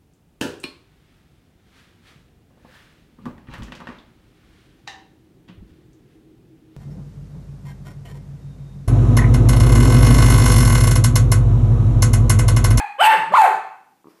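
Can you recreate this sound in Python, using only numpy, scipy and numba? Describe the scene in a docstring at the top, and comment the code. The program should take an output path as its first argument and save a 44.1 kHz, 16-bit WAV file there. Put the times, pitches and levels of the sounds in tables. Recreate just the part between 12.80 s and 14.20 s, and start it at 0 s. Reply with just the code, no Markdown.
"""A small dog's bark dies away in a live living room, then two loud alarm yelps follow close together.
Each arches up in pitch and breaks into a rough fall, with a low grunt after it: the vocal folds
sound through the mouth while air rasps in the throat and hisses at the teeth. A few soft knocks and
a faint rustle come at the end. One microphone, far enough off to hear the room ring on;
the recorder's limiter flattens the barks."""
import sys
import numpy as np
from scipy import signal
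from scipy.fft import rfft, irfft
from scipy.io import wavfile
from scipy.ndimage import uniform_filter1d, minimum_filter1d
from numba import njit

SR = 44100
rng = np.random.default_rng(int(sys.argv[2]) if len(sys.argv) > 2 else 0)


def waveform_to_disk(signal):
    """Save audio, clipped to [-1, 1], as 16-bit WAV at the path in sys.argv[1]."""
    frames = np.transpose(np.atleast_2d(signal))
    scaled = np.clip(frames, -1, 1) * 32767
    samples = np.round(scaled).astype(np.int16)
    wavfile.write(sys.argv[1], SR, samples)


N = 61739
LEAD = int(.3 * SR)  # time before zero, so the room already rings with the early bark
T = np.arange(-LEAD, N) / SR

# vocal folds in each bark (time [s], pitch [Hz], level [dB], roughness [0-1])
EARLY_VOICE = [(-.2, 765.7, -11, .25), (-.16, 817.5, 9, 0.23), (-.09, 822, -1.5, 0.4),
               (-.03, 796, -44, 0.7)]
FIRST_VOICE = [(.182, 486.9, -28.5, 0.084), (.197, 575, -1.5, 0.09), (.214, 741.6, 8.5, 0.13),
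               (.226, 888, 6, 0.46), (.243, 858.3, 2, 0.88), (.258, 888.2, 7, .3),
               (.304, 891.8, 12.5, 0.39), (.317, 651.7, -14, 0.68), (.338, 550.5, -5.5, 0.24),
               (.36, 384, -27, 0.61), (.39, 367, -41.5, 0.57)]
SECOND_VOICE = [(.52, 559, -8.5, 0.14), (.535, 618.5, -7, 0.098), (.541, 995.7, 11, 0.066),
                (.547, 1056, 10, 0.058), (.556, 1295, 11.5, 0.11), (.566, 1530, 7.5, 0.25),
                (.573, 1032, 7, 0.27), (.584, 889, 9, 0.11), (.607, 847.7, 8.5, 0.32),
                (.622, 778.2, 4.5, .36), (.65, 735.4, 2, 0.26), (.666, 535.7, -9, 0.32),
                (.69, 413.5, -17, .6), (.74, 344.7, -26.5, 0.59)]
# air through the open jaws (time [s], level [dB])
EARLY_BREATH = [(-.2, -16), (-.14, -1), (-.04, -27)]
FIRST_BREATH = [(.185, -34), (.21, 1), (0.242, 5.5), (0.267, 5), (.3, -38), (.34, -27), (.38, -31.5)]
SECOND_BREATH = [(0.521, -21.5), (0.547, -12), (0.576, -4), (0.618, 1.5), (.66, -28), (0.712, -29)]
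# sharp mouth resonance that gives each bark its bite (time [s], centre [Hz], level [dB])
EARLY_BITE = [(-.1, 2490, -8.5)]
FIRST_BITE = [(0.211, 3020, -3.5), (.236, 3012, -4), (0.245, 2688, 1), (0.274, 2760, -25.5)]
SECOND_BITE = [(0.552, 2204, -31.5), (0.584, 2550, -13), (.63, 2634, -15)]
# throat and mouth shaping the harmonics, jaws wide or half closed (frequency [Hz], gain [dB])
WIDE_FORMANTS = [(250, -24), (400, 7), (600, -3.5), (880, 1.5), (1300, -3), (1550, -4), (1850, -19.5),
                 (2200, -16.5), (3050, -13.5), (3450, -21.5), (4400, -36.5), (5500, -41)]
NARROW_FORMANTS = [(250, 8), (400, 1.5), (620, 1.5), (780, 6), (1450, -7), (1750, -16), (2150, -18),
                   (2550, -26.5), (3250, -25.5), (4200, -39.5), (5500, -51)]
# hiss at the teeth, jaws wide or half closed (frequency [Hz], level [dB])
WIDE_TEETH = [(1500, -18.5), (2400, -7), (3000, 14), (3600, 2.5), (5400, -7), (7350, -2.5), (8120, 13),
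              (9000, -0.5), (10800, 0.5), (15500, -9)]
NARROW_TEETH = [(1500, -7), (3000, 8.5), (3750, 9.5), (4400, 16), (5100, -0.5), (7000, 9), (8500, 8.5),
                (12000, 0.5), (15500, -5)]
# rasp of the throat (frequency [Hz], level [dB])
RASP_SPECTRUM = [(200, -60.5), (400, -33), (650, -11.5), (1000, 13), (1600, 0.5), (2100, 8.5), (2700, 1),
                 (3400, -10.5), (4400, -11), (5400, -40), (15000, -48.5)]
# closed-mouth grunts, one curve each (time [s], pitch [Hz], level [dB])
GRUNT_CURVES = [
    [(.364, 208.9, -55), (.382, 186.3, -37), (.42, 142.6, -45.5), (.465, 157.4, -48.5),
     (.495, 168.5, -42.5), (.518, 207.5, -32.5), (.53, 201.6, -59)],
    [(.73, 190.6, -80), (.755, 177.5, -47.5), (.79, 177, -84), (.83, 176.3, -71), (.9, 166, -66)],
]
# soft knocks (time [s], thud level [dB], tick level [dB])
KNOCK_HITS = [(1.2435, -42, -49.5), (1.2554, -34, -45), (1.27, -33.5, -41), (1.2824, -34, -51)]
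# modes of a knock's thud (frequency [Hz], level [dB], t60 [s])
THUD_MODES = [(196.2, -9, 0.0227), (315, 4.5, 0.02), (408, -13.5, 0.035)]
# tick of a knock (frequency [Hz], level [dB])
TICK_SPECTRUM = [(300, -12), (1050, 31), (1600, -5), (2300, 3), (3800, -23), (9000, -42)]
# swell of the rustle (time [s], level [dB])
RUSTLE_LEVELS = [(1.271, -69), (1.306, -57.5), (1.335, -62.5), (1.41, -62)]
# colour of the rustle (frequency [Hz], level [dB])
RUSTLE_SPECTRUM = [(130, -20), (320, 19), (600, 11), (1100, 14), (3900, -3.5), (5200, 4), (7000, -5.5)]
# living-room reverberation (band centre [Hz], t60 [s], level [dB])
REVERB_BANDS = [(146, 0.24, -6.5), (376, 0.43, -3.5), (838, 0.64, -10), (1880, 0.56, 2.5), (2800, 0.61, -7),
                (4400, 0.58, -5.5), (7400, 0.54, -5.5), (15100, 0.28, 4.5)]
# room modes that stand out of the reverberation (frequency [Hz], level [dB])
STANDING_WAVES = [(713, -27.5), (770, -30.5), (810, -29.5), (874, -24), (1084, -25)]
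# room tone at the microphone (frequency [Hz], level [dB])
ROOM_TONE_SPECTRUM = [(60, -15.5), (200, 2.5), (400, 1), (1000, -16), (2500, -13.5), (5000, -16.5),
                      (15000, -18.5)]


def bark(voice, breath, bite_curve, formants, teeth):
    """Unsteady vocal folds sound through the mouth; air rasps once a cycle and hisses at the teeth."""
    jitter, shimmer, half_tone, wobble_hz = .075, .69, .11, 236.5
    rasp_db, bite_air_db, hiss_db, bark_db = -5, 23, -16.5, -16
    times, hz, db, roughness = np.array(voice).T
    rough = np.clip(np.interp(T, times, roughness), 0, 1)
    pitch = np.interp(T, times, hz)
    phase = 2 * np.pi * np.cumsum(pitch * (1 + jitter * rough * wobble(wobble_hz))) / SR
    tone = sum(undb(level_at(k * pitch, formants)) * np.sin(k * phase) for k in range(1, 8))
    tone *= 1 + rough * (shimmer * wobble(wobble_hz) + half_tone * np.sin(phase / 2))
    puffs = rough * (1 + .39 * np.cos(phase))  # air pulses with the folds
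    rasp = undb(rasp_db) * puffs * noise(RASP_SPECTRUM)
    buzz = sum(np.sin(k * phase) for k in range(2, 8))
    air = undb(bite_air_db) * puffs * rng.standard_normal(len(T))
    bite = mouth_ring(buzz + air, bite_curve)
    hiss = undb(hiss_db) * swell(*np.array(breath).T) * noise(teeth)
    at_muzzle = swell(times, db) * (tone + rasp + bite) + hiss
    return undb(bark_db) * high_pass(at_muzzle, hz=298, order=8)  # a small muzzle radiates little bass


def mouth_ring(drive, curve, width_hz=145, upper_ratio=1.66, upper_db=-19):
    """Two sharp mouth resonances slide together with the jaw."""
    times, hz, db = np.array(curve).T
    centre = np.interp(T, times, hz)
    lower, upper = (resonate(resonate(drive, f, width_hz), f, width_hz)
                    for f in (centre, centre * upper_ratio))
    return undb(np.interp(T, times, db)) * (lower + undb(upper_db) * upper)


def grunt(curve, jitter=.045, overtone_step_db=-4):
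    """The dog's closed mouth gives a low, unsteady hum with two weaker overtones."""
    times, hz, db = np.array(curve).T
    pitch = np.interp(T, times, hz) * (1 + jitter * wobble(hz=130))
    phase = 2 * np.pi * np.cumsum(pitch) / SR
    hum = sum(undb(overtone_step_db * k) * np.sin((k + 1) * phase) for k in range(3))
    return swell(times, db) * hum


def knocks(thud_rise_s=.0018, tick_rise_s=.00056, tick_decay_s=.0038):
    """Light contacts, each a dull, damped thud and a short tick."""
    hits, grain = 0, noise(TICK_SPECTRUM)
    for start, thud_db, tick_db in KNOCK_HITS:
        age = np.maximum(T - start, 0)
        ring = sum(undb(db - 60 * age / t60) * np.sin(2 * np.pi * hz * age)
                   for hz, db, t60 in THUD_MODES)
        thud = ring * (1 - np.exp(-age / thud_rise_s))
        tick = grain * (1 - np.exp(-age / tick_rise_s)) * np.exp(-age / tick_decay_s)
        hits += undb(thud_db) * thud + undb(tick_db) * tick
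    return high_pass(hits, hz=136, order=2)


def rustle():
    """A faint swell of noise trails the knocks."""
    return swell(*np.array(RUSTLE_LEVELS).T) * noise(RUSTLE_SPECTRUM)


def wall_echoes(x, first_echo_s=.0037, build_s=.0035):
    """Dense echoes reach the microphone just behind the direct sound and die away band by band."""
    t = np.arange(SR) / SR
    log_hz = np.log(np.fft.rfftfreq(SR, 1 / SR) + 1)
    log_centres = np.log([row[0] for row in REVERB_BANDS])
    echoes, tail = rfft(rng.standard_normal(SR)), 0
    build = np.clip((t - first_echo_s) / build_s, 0, 1)
    for share, (_, t60, db) in zip(np.eye(len(REVERB_BANDS)), REVERB_BANDS):
        band = irfft(echoes * np.interp(log_hz, log_centres, share), SR)
        fade = build * undb(-60 * t / t60)
        tail += undb(db) * fade / np.linalg.norm(fade) * band
    return signal.fftconvolve(x, tail)[:len(x)]


def room_modes(x, t60_s=.5):
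    """A few standing waves ring on after each bark."""
    t = np.arange(SR) / SR
    fade = undb(-60 * t / t60_s)
    ring = sum(undb(db) * np.cos(2 * np.pi * hz * t) for hz, db in STANDING_WAVES)
    return signal.fftconvolve(x, ring * fade / np.linalg.norm(fade))[:len(x)]


def room_tone(level_db=-66):
    """Faint, steady noise lies under everything."""
    return undb(level_db) * noise(ROOM_TONE_SPECTRUM)


def undb(db):
    """Decibels to gain."""
    return 10 ** (np.asarray(db) / 20)


def unit_rms(x):
    """Scale to rms 1."""
    return x / np.sqrt(np.mean(x ** 2))


def level_at(hz, spectrum):
    """Read a table's level along a log-frequency axis."""
    centres, db = np.array(spectrum).T
    return np.interp(np.log(hz + 1), np.log(centres), db)


def noise(spectrum):
    """Noise of rms 1 with a given spectral shape."""
    colour = undb(level_at(np.fft.rfftfreq(len(T), 1 / SR), spectrum))
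    return unit_rms(irfft(rfft(rng.standard_normal(len(T))) * colour, len(T)))


def wobble(hz):
    """Smooth random motion at a given rate."""
    span = max(int(SR / hz), 2)
    return unit_rms(uniform_filter1d(uniform_filter1d(rng.standard_normal(len(T)), span), span))


def swell(times, db):
    """Gain along a level curve, silent outside it."""
    sounding = (T > times[0]) & (T < times[-1])
    return uniform_filter1d(undb(np.interp(T, times, db)) * sounding, size=90)


def high_pass(x, hz, order):
    """Remove the bass."""
    return signal.sosfilt(signal.butter(order, hz, "high", fs=SR, output="sos"), x)


@njit
def resonate(x, hz, width_hz):
    """Band-pass with a moving centre, gain 1 at the peak."""
    out, band_state, low_state = np.empty(len(x)), 0., 0.
    for i in range(len(x)):
        tuning, damping = np.tan(np.pi * hz[i] / SR), width_hz / hz[i]
        band = (band_state + tuning * (x[i] - low_state)) / (1 + tuning * (tuning + damping))
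        band_state = 2 * band - band_state
        low_state += 2 * tuning * band
        out[i] = damping * band
    return out


@njit
def follow_peaks(x, release_s):
    """Envelope that jumps up at once and falls back slowly."""
    fall = 1 - np.exp(-1 / (release_s * SR))
    out, peak = np.empty(len(x)), 0.
    for i in range(len(x)):
        peak = max(x[i], peak + (x[i] - peak) * fall)
        out[i] = peak
    return out


def scene():
    """At the microphone: dog, knocks and rustle direct, then the room's ring and its faint tone."""
    dog = (bark(EARLY_VOICE, EARLY_BREATH, EARLY_BITE, NARROW_FORMANTS, NARROW_TEETH)
           + bark(FIRST_VOICE, FIRST_BREATH, FIRST_BITE, WIDE_FORMANTS, WIDE_TEETH)
           + bark(SECOND_VOICE, SECOND_BREATH, SECOND_BITE, NARROW_FORMANTS, NARROW_TEETH)
           + sum(grunt(curve) for curve in GRUNT_CURVES))
    taps = knocks()
    direct = dog + taps + rustle()
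    room = room_modes(dog) + wall_echoes(undb(2) * dog + undb(-3) * taps)
    return (direct + room + room_tone())[None, LEAD:]


def record(dry):
    """The recorder's fast limiter looks a little ahead and holds the barks down; the top is cut."""
    limit_db, look_ahead_s, top_hz = -3.1, .0008, 15200
    peak = follow_peaks(np.abs(dry[0]), release_s=.015)
    needed_gain = 1 / np.maximum(peak / undb(limit_db), 1)
    span = int(look_ahead_s * SR)
    gain = uniform_filter1d(minimum_filter1d(needed_gain, span), span)
    low_pass = signal.ellip(10, .2, 80, top_hz, fs=SR, output="sos")
    return signal.sosfilt(low_pass, dry * gain)


dry = scene()
out = record(dry)
waveform_to_disk(out)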